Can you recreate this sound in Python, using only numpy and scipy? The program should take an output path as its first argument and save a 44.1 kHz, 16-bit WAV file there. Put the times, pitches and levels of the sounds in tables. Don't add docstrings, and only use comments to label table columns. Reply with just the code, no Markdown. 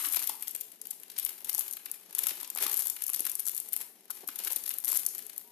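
import sys
import numpy as np
from scipy import signal
from scipy.fft import rfft, irfft
from scipy.io import wavfile

SR = 44100
rng = np.random.default_rng(int(sys.argv[2]) if len(sys.argv) > 2 else 0)


def materialize(psi):
    bounded = np.clip(np.atleast_2d(psi).T, -1, 1)
    quanta = np.round(bounded * 32767).astype(np.int16)
    wavfile.write(sys.argv[1], SR, quanta)


def how_loud(loudness_db):
    steps = np.asarray(loudness_db, float) / 20
    return 10 ** steps


N = 242991


def rms_one(x):
    return x / np.sqrt(np.mean(x ** 2) + 1e-20)


def band(x, low_hz, high_hz):
    edges_hz = [low_hz, min(high_hz, 0.45 * SR)]
    return signal.sosfilt(signal.butter(2, edges_hz, "band", fs=SR, output="sos"), x)


def resonance(x, hz, width_hz):
    r = np.exp(-np.pi * width_hz / SR)
    poles = [1, -2 * r * np.cos(2 * np.pi * hz / SR), r * r]
    return signal.lfilter(np.array([1, 0, -1]) * (1 - r * r) / 2, poles, x)


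def pair(mid, side, likeness, right_db):
    alike = np.clip(likeness, 0, 1)
    shared = np.sqrt(1 + alike) * mid
    own = np.sqrt(1 - alike) * side
    return np.array([shared + own, how_loud(right_db) * (shared - own)]) / np.sqrt(2)


def slow(rate_hz):
    r = np.exp(-2 * np.pi * rate_hz / SR)
    wander = signal.lfilter([1], [1, -2 * r, r * r], rng.standard_normal(N + SR))
    return rms_one(wander[SR:])


def over_time(table):
    return np.interp(np.arange(N) / SR, *np.transpose(table))


SCATTER_MS = 7.4
SCATTER_DB = [[-20], [-9.5]]
SIDE_CLICKS_DB = -11


def bursts(s, level_db, pitch_hz, sharpness, layer, order=1, side_db=SIDE_CLICKS_DB):
    low_hz, high_hz, decay_ms, offset_db, likeness, right_db = layer
    length, lead = 1024, 256
    weaker = np.arange(6) > 0
    draw = rng.random((len(s), 4, 6))
    before_or_after = np.where(draw[:, 2] < 0.45, -1, 1)
    lags_ms = -2.09 * np.log(1 - draw[:, 0]) * before_or_after * weaker
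    sizes = how_loud(side_db * (draw[:, 1] + 0.5) * weaker)[..., None]
    since_ms = (np.arange(length) - lead) * 1000 / SR - lags_ms[..., None]
    rise_ms = 0.0032 + 0.25 * draw[:, 3, :, None]
    rise = sizes * np.exp(np.minimum(since_ms, 0) / rise_ms)
    direct, scattered = (np.sum(rise * np.exp(-np.maximum(since_ms, 0) / ms), axis=1)
                         for ms in (decay_ms, SCATTER_MS))
    shape = (direct + scattered * how_loud(SCATTER_DB)[..., None]) * how_loud([[[0]], [[right_db]]])
    noise = rng.standard_normal((len(s), 2, length))
    burst = band(pair(noise[:, 0], noise[:, 1], likeness, right_db=1.0) * shape, low_hz, high_hz)
    ratio = np.arange(length // 2 + 1) * SR / length / pitch_hz[:, None]
    ring = ratio / (1 - ratio ** 2 + 1j * ratio / sharpness)
    burst = irfft(rfft(burst) * ring ** order, length)
    peak = np.max(np.abs(port(burst[0])), axis=1)
    burst = burst * (how_loud(level_db + offset_db) / peak)[:, None]
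    out = np.zeros((2, N + 2 * length))
    for k, at in enumerate(np.maximum(np.round(s * SR).astype(int), 0)):
        out[:, at:at + length] += burst[:, k]
    return out[:, lead:lead + N]


# start_s, peak_db (before the layer's offset), body_db (re peak_db)
SNAP_LIST = [(0.045, -15.5, -12), (0.057, -14, -20), (0.086, -16, -21), (0.1239, -11.5, -21.5),
             (0.131, -18, -34), (0.1357, -12, -21), (0.1446, -12.5, -15), (0.1618, -8.5, -20),
             (0.169, -10.5, -13.5), (0.193, -15, -18), (0.2244, -18, -19), (0.2332, -17.5, -14.5),
             (0.241, -16.5, -20), (0.2731, -10.5, -17.5), (0.2948, -13, -14.5), (0.4246, -15, -21.5),
             (0.4742, -23, -11), (0.481, -12.5, -31), (0.4935, -26, -17), (0.5093, -21, -33),
             (0.5494, -16, -21), (0.562, -16, -44), (0.6099, -16, -19.5), (0.718, -28.5, -16.5),
             (0.8147, -21.5, -27), (0.8548, -25.5, -15), (0.8703, -23, -37), (0.9027, -35, -31),
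             (0.909, -16, -23), (0.9993, -32, -23), (1.0333, -27, -20.5), (1.101, -28, -14),
             (1.117, -30, -14), (1.167, -39.5, 5.5), (1.1807, -25, -17), (1.1856, -11.5, -16),
             (1.1973, -14.5, -16.5), (1.228, -21.5, -16.5), (1.2424, -27, -26), (1.2495, -3, -51),
             (1.262, -15.5, -14), (1.292, -20.5, -12), (1.4462, -18.5, -17), (1.494, -13.5, -11.5),
             (1.5297, -17, -36), (1.542, -12, -24), (1.548, -6.5, -33), (1.561, -21, -43),
             (1.58, -12, -22.5), (1.593, -7.5, -24.5), (1.608, -18.5, -16), (1.6802, -22.5, -16.5),
             (1.711, -17.5, -36), (1.7264, -18, -52), (1.7344, -18.5, -24), (1.769, -21.5, -17),
             (1.8587, -20, -12.5), (1.9146, -15, -36), (1.942, -26.5, -15.5), (2.1276, -27, -20.5),
             (2.15, -11.5, -26.5), (2.163, -33, -3.5), (2.184, -12.5, -18.5), (2.19, -7, -23),
             (2.205, -26, -18), (2.237, -14, -14.5), (2.269, -7, -19.5), (2.286, -17, -16),
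             (2.2917, -18, -10), (2.3092, -21.5, -10.5), (2.401, -25, -10), (2.4107, -24, -21),
             (2.43, -19, -17), (2.4464, -29, -5), (2.476, -26.5, -28), (2.501, -13.5, -26),
             (2.5496, -15, -51), (2.561, -18, -21), (2.574, -14, -18.5), (2.584, -17.5, -12.5),
             (2.608, -20, -25), (2.621, -18, -30), (2.63, -20, -14), (2.642, -17, -13), (2.6648, -14, -13),
             (2.6771, -28, -17), (2.717, -15, -42), (2.741, -18, -28), (2.762, -18, -16), (2.77, -9, -30),
             (2.793, -11.5, -26), (2.802, -20, -40), (2.843, -28, -33), (2.862, -22, -30), (2.87, -12, -36),
             (2.899, -11, -33), (2.965, -23.5, -12), (3.021, -11.5, -23), (3.039, -15, -27),
             (3.066, -14, -39), (3.08, -16, -26), (3.093, -17, -21), (3.1, -9, -39), (3.134, -10, -30),
             (3.1413, -19, -10), (3.146, -11, -31), (3.1614, -14, -43), (3.194, -15, -19),
             (3.205, -9.5, -29.5), (3.244, -27.5, -7), (3.2529, -14, -20), (3.266, -12, -19),
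             (3.296, -14.5, -23), (3.316, -15.5, -41), (3.3534, -12, -47), (3.3946, -13.5, -23),
             (3.403, -14.5, -45), (3.4554, -16, -32), (3.466, -15, -26), (3.475, -12, -21),
             (3.4836, -12.5, -22.5), (3.4943, -13, -24.5), (3.516, -19, -35), (3.5482, -15, -42),
             (3.555, -21, -26), (3.565, -15, -32), (3.578, -11.5, -29), (3.601, -13, -37),
             (3.688, -21, -44), (3.725, -22, -16.5), (3.7317, -10, -31), (3.738, -18.5, -17),
             (3.7642, -7, -31.5), (3.812, -22, -18.5), (4.0553, -36.5, -20), (4.1049, -18, -16.5),
             (4.1115, -17, -26), (4.277, -15, -28), (4.288, -15, -19), (4.3588, -21.5, -12.5),
             (4.39, -17, -16.5), (4.401, -26, -10.5), (4.437, -17.5, -20), (4.448, -12.5, -18),
             (4.4741, -16, -12.5), (4.486, -25, -26), (4.516, -15, -31), (4.522, -12.5, -28),
             (4.5308, -13.5, -25), (4.5607, -8, -23), (4.566, -21, -13), (4.638, -16, -26),
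             (4.662, -17.5, -16.5), (4.678, -14.5, -17.5), (4.692, -8.5, -38), (4.706, -16.5, -16.5),
             (4.7114, -18.5, -16.5), (4.7394, -17, -36), (4.785, -9, -35), (4.802, -21, -33),
             (4.8468, -10, -31), (4.855, -12.5, -36), (4.872, -20.5, -16.5), (4.8797, -15, -24),
             (4.888, -11.5, -28), (4.893, -13.5, -27), (4.9005, -14, -28), (4.915, -16, -42),
             (4.9184, -8.5, -23.5), (4.9292, -12.5, -27), (4.94, -17, -20), (4.9493, -17, -28),
             (4.962, -22, -38), (4.967, -11, -23), (4.972, -8.5, -26), (4.9895, -17, -32),
             (5.0517, -21, -30), (5.0642, -6, -50), (5.087, -19.5, -29), (5.1494, -18, -27),
             (5.1811, -17.5, -22), (5.1914, -22.5, -17), (5.266, -21, -32), (5.2958, -27, -13),
             (5.3794, -15.5, -50)]
# (re left, before a further 1 dB for the right)
CRACK_LAYER = (4499, 15994, 0.7, 0.5, 0.1, -11.5)
BODY_LAYER = (778, 5507, 3, 2.5, 0.2, -3.5)


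def snaps():
    s, peak_db, body_db = np.transpose(SNAP_LIST)
    side_db = np.minimum(SIDE_CLICKS_DB + 0.9 * (body_db[:, None] + 22), -3)
    draw = rng.random((len(s), 2))
    crack_hz = 7000 * 2 ** draw[:, 0]
    body_hz = 2200 * 2.95 ** draw[:, 1]
    crack = bursts(s, peak_db, crack_hz, 0.76, CRACK_LAYER, side_db=side_db)
    body = bursts(s, peak_db + body_db, body_hz, 0.76, BODY_LAYER, side_db=side_db)
    return crack + body


# start_s, peak_db (before the layer's offset), pitch_hz
POP_LIST = [(0.041, -45, 1190), (0.07, -42.5, 1200), (0.167, -37, 900), (0.217, -45, 1290),
            (0.295, -35, 964), (0.55, -51, 394), (1.423, -55, 865), (1.493, -49, 900), (1.547, -49, 900),
            (1.582, -47, 900), (2.176, -47, 1000), (2.237, -51.5, 340), (2.269, -47, 1220),
            (2.312, -45.5, 380), (2.427, -43, 1040), (2.558, -41.5, 870), (2.574, -45, 810),
            (2.603, -56, 1100), (2.632, -44, 845), (2.659, -43, 353), (2.662, -36, 1100),
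            (3.092, -47.5, 1120), (3.201, -47.5, 393), (3.264, -46.5, 1060), (3.471, -47.5, 1230),
            (3.766, -47.5, 820), (4.104, -46.5, 1250), (4.232, -53, 370), (4.238, -47.5, 390),
            (4.287, -42, 1250), (4.398, -46.5, 590), (4.473, -41.5, 1560), (4.564, -47, 333),
            (4.927, -42, 1040)]
# low_hz, high_hz, decay_ms, offset_db, likeness (0-1), right_db
THUD_LAYER = (145, 1989, 1.5, 3.5, 0.55, -4)


def pops():
    s, peak_db, pitch_hz = np.transpose(POP_LIST)
    sharpness = np.clip(pitch_hz[:, None] / 450, 1, 2.2)
    pop = bursts(s, peak_db, pitch_hz, sharpness, THUD_LAYER, order=2)
    thump_hz = 340 * 0.82 ** rng.random(len(s))
    thump = bursts(s, peak_db - 13.5, thump_hz, 2.1, THUD_LAYER, order=2)
    return pop + thump


# pitch_hz, width_hz (of one pass), level_db
FRAME_RINGS = [(349, 283, -7.5), (900, 260, -7.5)]


def frame(x):
    out = 0
    for k, (hz, width_hz, db) in enumerate(FRAME_RINGS):
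        ring = resonance(resonance(x, hz, width_hz), hz, width_hz)
        out = out + (-1) ** k * how_loud(db) * ring
    return out


# start_s, level_db
HANDLING_CURVE = [(0, -31), (.4, -45), (.7, -54.5), (1.149, -57), (1.22, -47.5), (1.36, -50), (1.55, -39),
                  (1.75, -55.5), (2.13, -54), (2.24, -33), (2.54, -60), (2.621, -29.5), (2.72, -31),
                  (2.8, -27.5), (2.98, -46.5), (3.55, -46.5), (3.78, -61), (3.817, -33.5), (3.86, -63),
                  (4.08, -58.5), (4.16, -46), (4.25, -51), (4.5, -41.5), (4.8, -48), (4.95, -27.5),
                  (5.1, -46), (5.3, -45), (5.51, -55.5)]
# start_s, level_db
DULLNESS_CURVE = [(0, -1.5), (1.0, 4), (2.2, 3.5), (2.5, 8.5), (2.64, 7.5), (2.8, -2), (3.0, 1.5), (4.1, 2),
                  (4.4, 5), (5.51, -0.5)]


def rustle():
    level_db = over_time(HANDLING_CURVE)
    dull_db = over_time(DULLNESS_CURVE) - 0.26 * (level_db + 47.5)
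    chance_per_s = 400 * how_loud(3 * slow(44.5))
    born = rng.random(N) < chance_per_s / SR
    ticks = born * how_loud(5 * np.minimum(rng.exponential(1, N), 3.0))
    out = 0
    for layer, share_db in ((CRACK_LAYER, -14.0), (BODY_LAYER, dull_db - 17), (THUD_LAYER, dull_db - 25.5)):
        low_hz, high_hz, decay_ms, _, likeness, right_db = layer
        fades = np.exp(-1000 / (np.array([decay_ms, SCATTER_MS]) * SR))
        direct, scattered = (signal.lfilter([1], [1, -fade], ticks + 1e-18) for fade in fades)
        shape = (direct + scattered * how_loud(SCATTER_DB)) * how_loud([[0], [right_db]])
        noise = pair(*rng.standard_normal((2, N)), likeness, right_db=1.0)
        grains = band(noise * shape, low_hz, high_hz)
        if layer is THUD_LAYER:
            grains = frame(grains)
        out = out + how_loud(level_db + share_db) * grains / np.std(grains[0])
    return out


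# top_hz, t60_s (time to fall by 60 dB), level_db
ROOM_BANDS = [(640, 0.76, -11.5), (2320, 0.49, -7.5), (5560, 0.27, -5), (16500, 0.46, -9.5)]
# pitch_hz, likeness (0-1)
LIKENESS_CURVE = [(60, 0.7), (300, 0.85), (900, 0.72), (2500, 0.15)]


def room(x):
    t = np.arange(SR) / SR - 0.009
    build_up = np.clip(t * 1000 / 14.8, 0, 1)
    tail, low_hz = 0, 100
    for high_hz, t60, db in ROOM_BANDS:
        likeness = np.interp(np.sqrt(low_hz * high_hz), *np.transpose(LIKENESS_CURVE))
        noise = pair(*rng.standard_normal((2, SR)), likeness, right_db=3)
        dying = noise * build_up * how_loud(-60 * t / t60)
        to_unit_energy = np.sqrt(6 * np.log(10) / (t60 * SR))
        tail = tail + how_loud(db) * band(dying, low_hz, high_hz) * to_unit_energy
        low_hz = high_hz
    lead = SR // 5
    earlier = how_loud(9.0) * x[:1, lead:0:-1]
    return signal.fftconvolve(np.hstack([earlier, x[:1]]), tail, axes=1)[:, lead:lead + N]


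# pitch_hz, level_db (per Hz)
ROOM_TONE_CURVE = [(30, -22), (120, -14.5), (180, 3.5), (280, 3), (390, -1.5), (520, -3.5), (750, -0.5),
                   (1100, -15), (2000, -9), (6000, -10.5), (15000, -43)]


def room_tone():
    log_hz = np.log(np.maximum(np.arange(N // 2 + 1) * SR / N, 10))
    tone, alike = np.transpose(ROOM_TONE_CURVE), np.transpose(LIKENESS_CURVE)
    colour = how_loud(np.interp(log_hz, np.log(tone[0]), tone[1]))
    mid, side = rfft(rng.standard_normal((2, N))) * colour
    both = pair(mid, side, np.interp(log_hz, np.log(alike[0]), alike[1]), right_db=2.0)
    return how_loud(-67 + 1.86 * slow(14.0)) * rms_one(irfft(both, N))


def rumble():
    work_db = over_time(HANDLING_CURVE) + 45
    deep = rms_one(band(pair(*rng.standard_normal((2, N)), 0.37, right_db=-1.0), 18, 75))
    return how_loud(-78 + 0.21 * work_db + 7.5 * slow(12.0)) * deep


# pitch_hz, width_hz, level_db (about which each one swells)
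HUM_LIST = [(198, 9.7, -84), (367, 18, -78), (433.4, 7, -78)]
# start_s, pitch_hz (at its start), level_db (peak)
END_TONE = (5.42, 945, -66)


def hums():
    out = 0
    for hz, width_hz, db in HUM_LIST:
        hum = rms_one(resonance(rng.standard_normal(N), hz, width_hz))
        out = out + how_loud(db + 4.2 * slow(9.4)) * hum
    start_s, hz, db = END_TONE
    since_s = np.arange(N) / SR - start_s
    fade_in = np.clip(since_s / 0.057, 0, 1)
    cycles = hz * np.cumsum(1 + 0.15 * since_s) / SR
    return out + how_loud(db) * fade_in * np.sin(2 * np.pi * cycles)


def port(x):
    return x + how_loud(20.5) * resonance(x, 11855, 1920)


def scene():
    film = snaps() + pops() + rustle()
    return film + room(film) + room_tone() + hums() + rumble()


def top_cut(x):
    return signal.sosfilt(signal.butter(12, 16450, fs=SR, output="sos"), x)


def record(dry):
    x = [port(dry[0]), dry[1]]
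    x = signal.sosfilt(signal.butter(2, 147, "high", fs=SR, output="sos"), x)
    x = signal.sosfilt(signal.cheby1(14, 1, 14350, fs=SR, output="sos"), x)
    return top_cut(x)


dry = scene()
out = record(dry)
materialize(out)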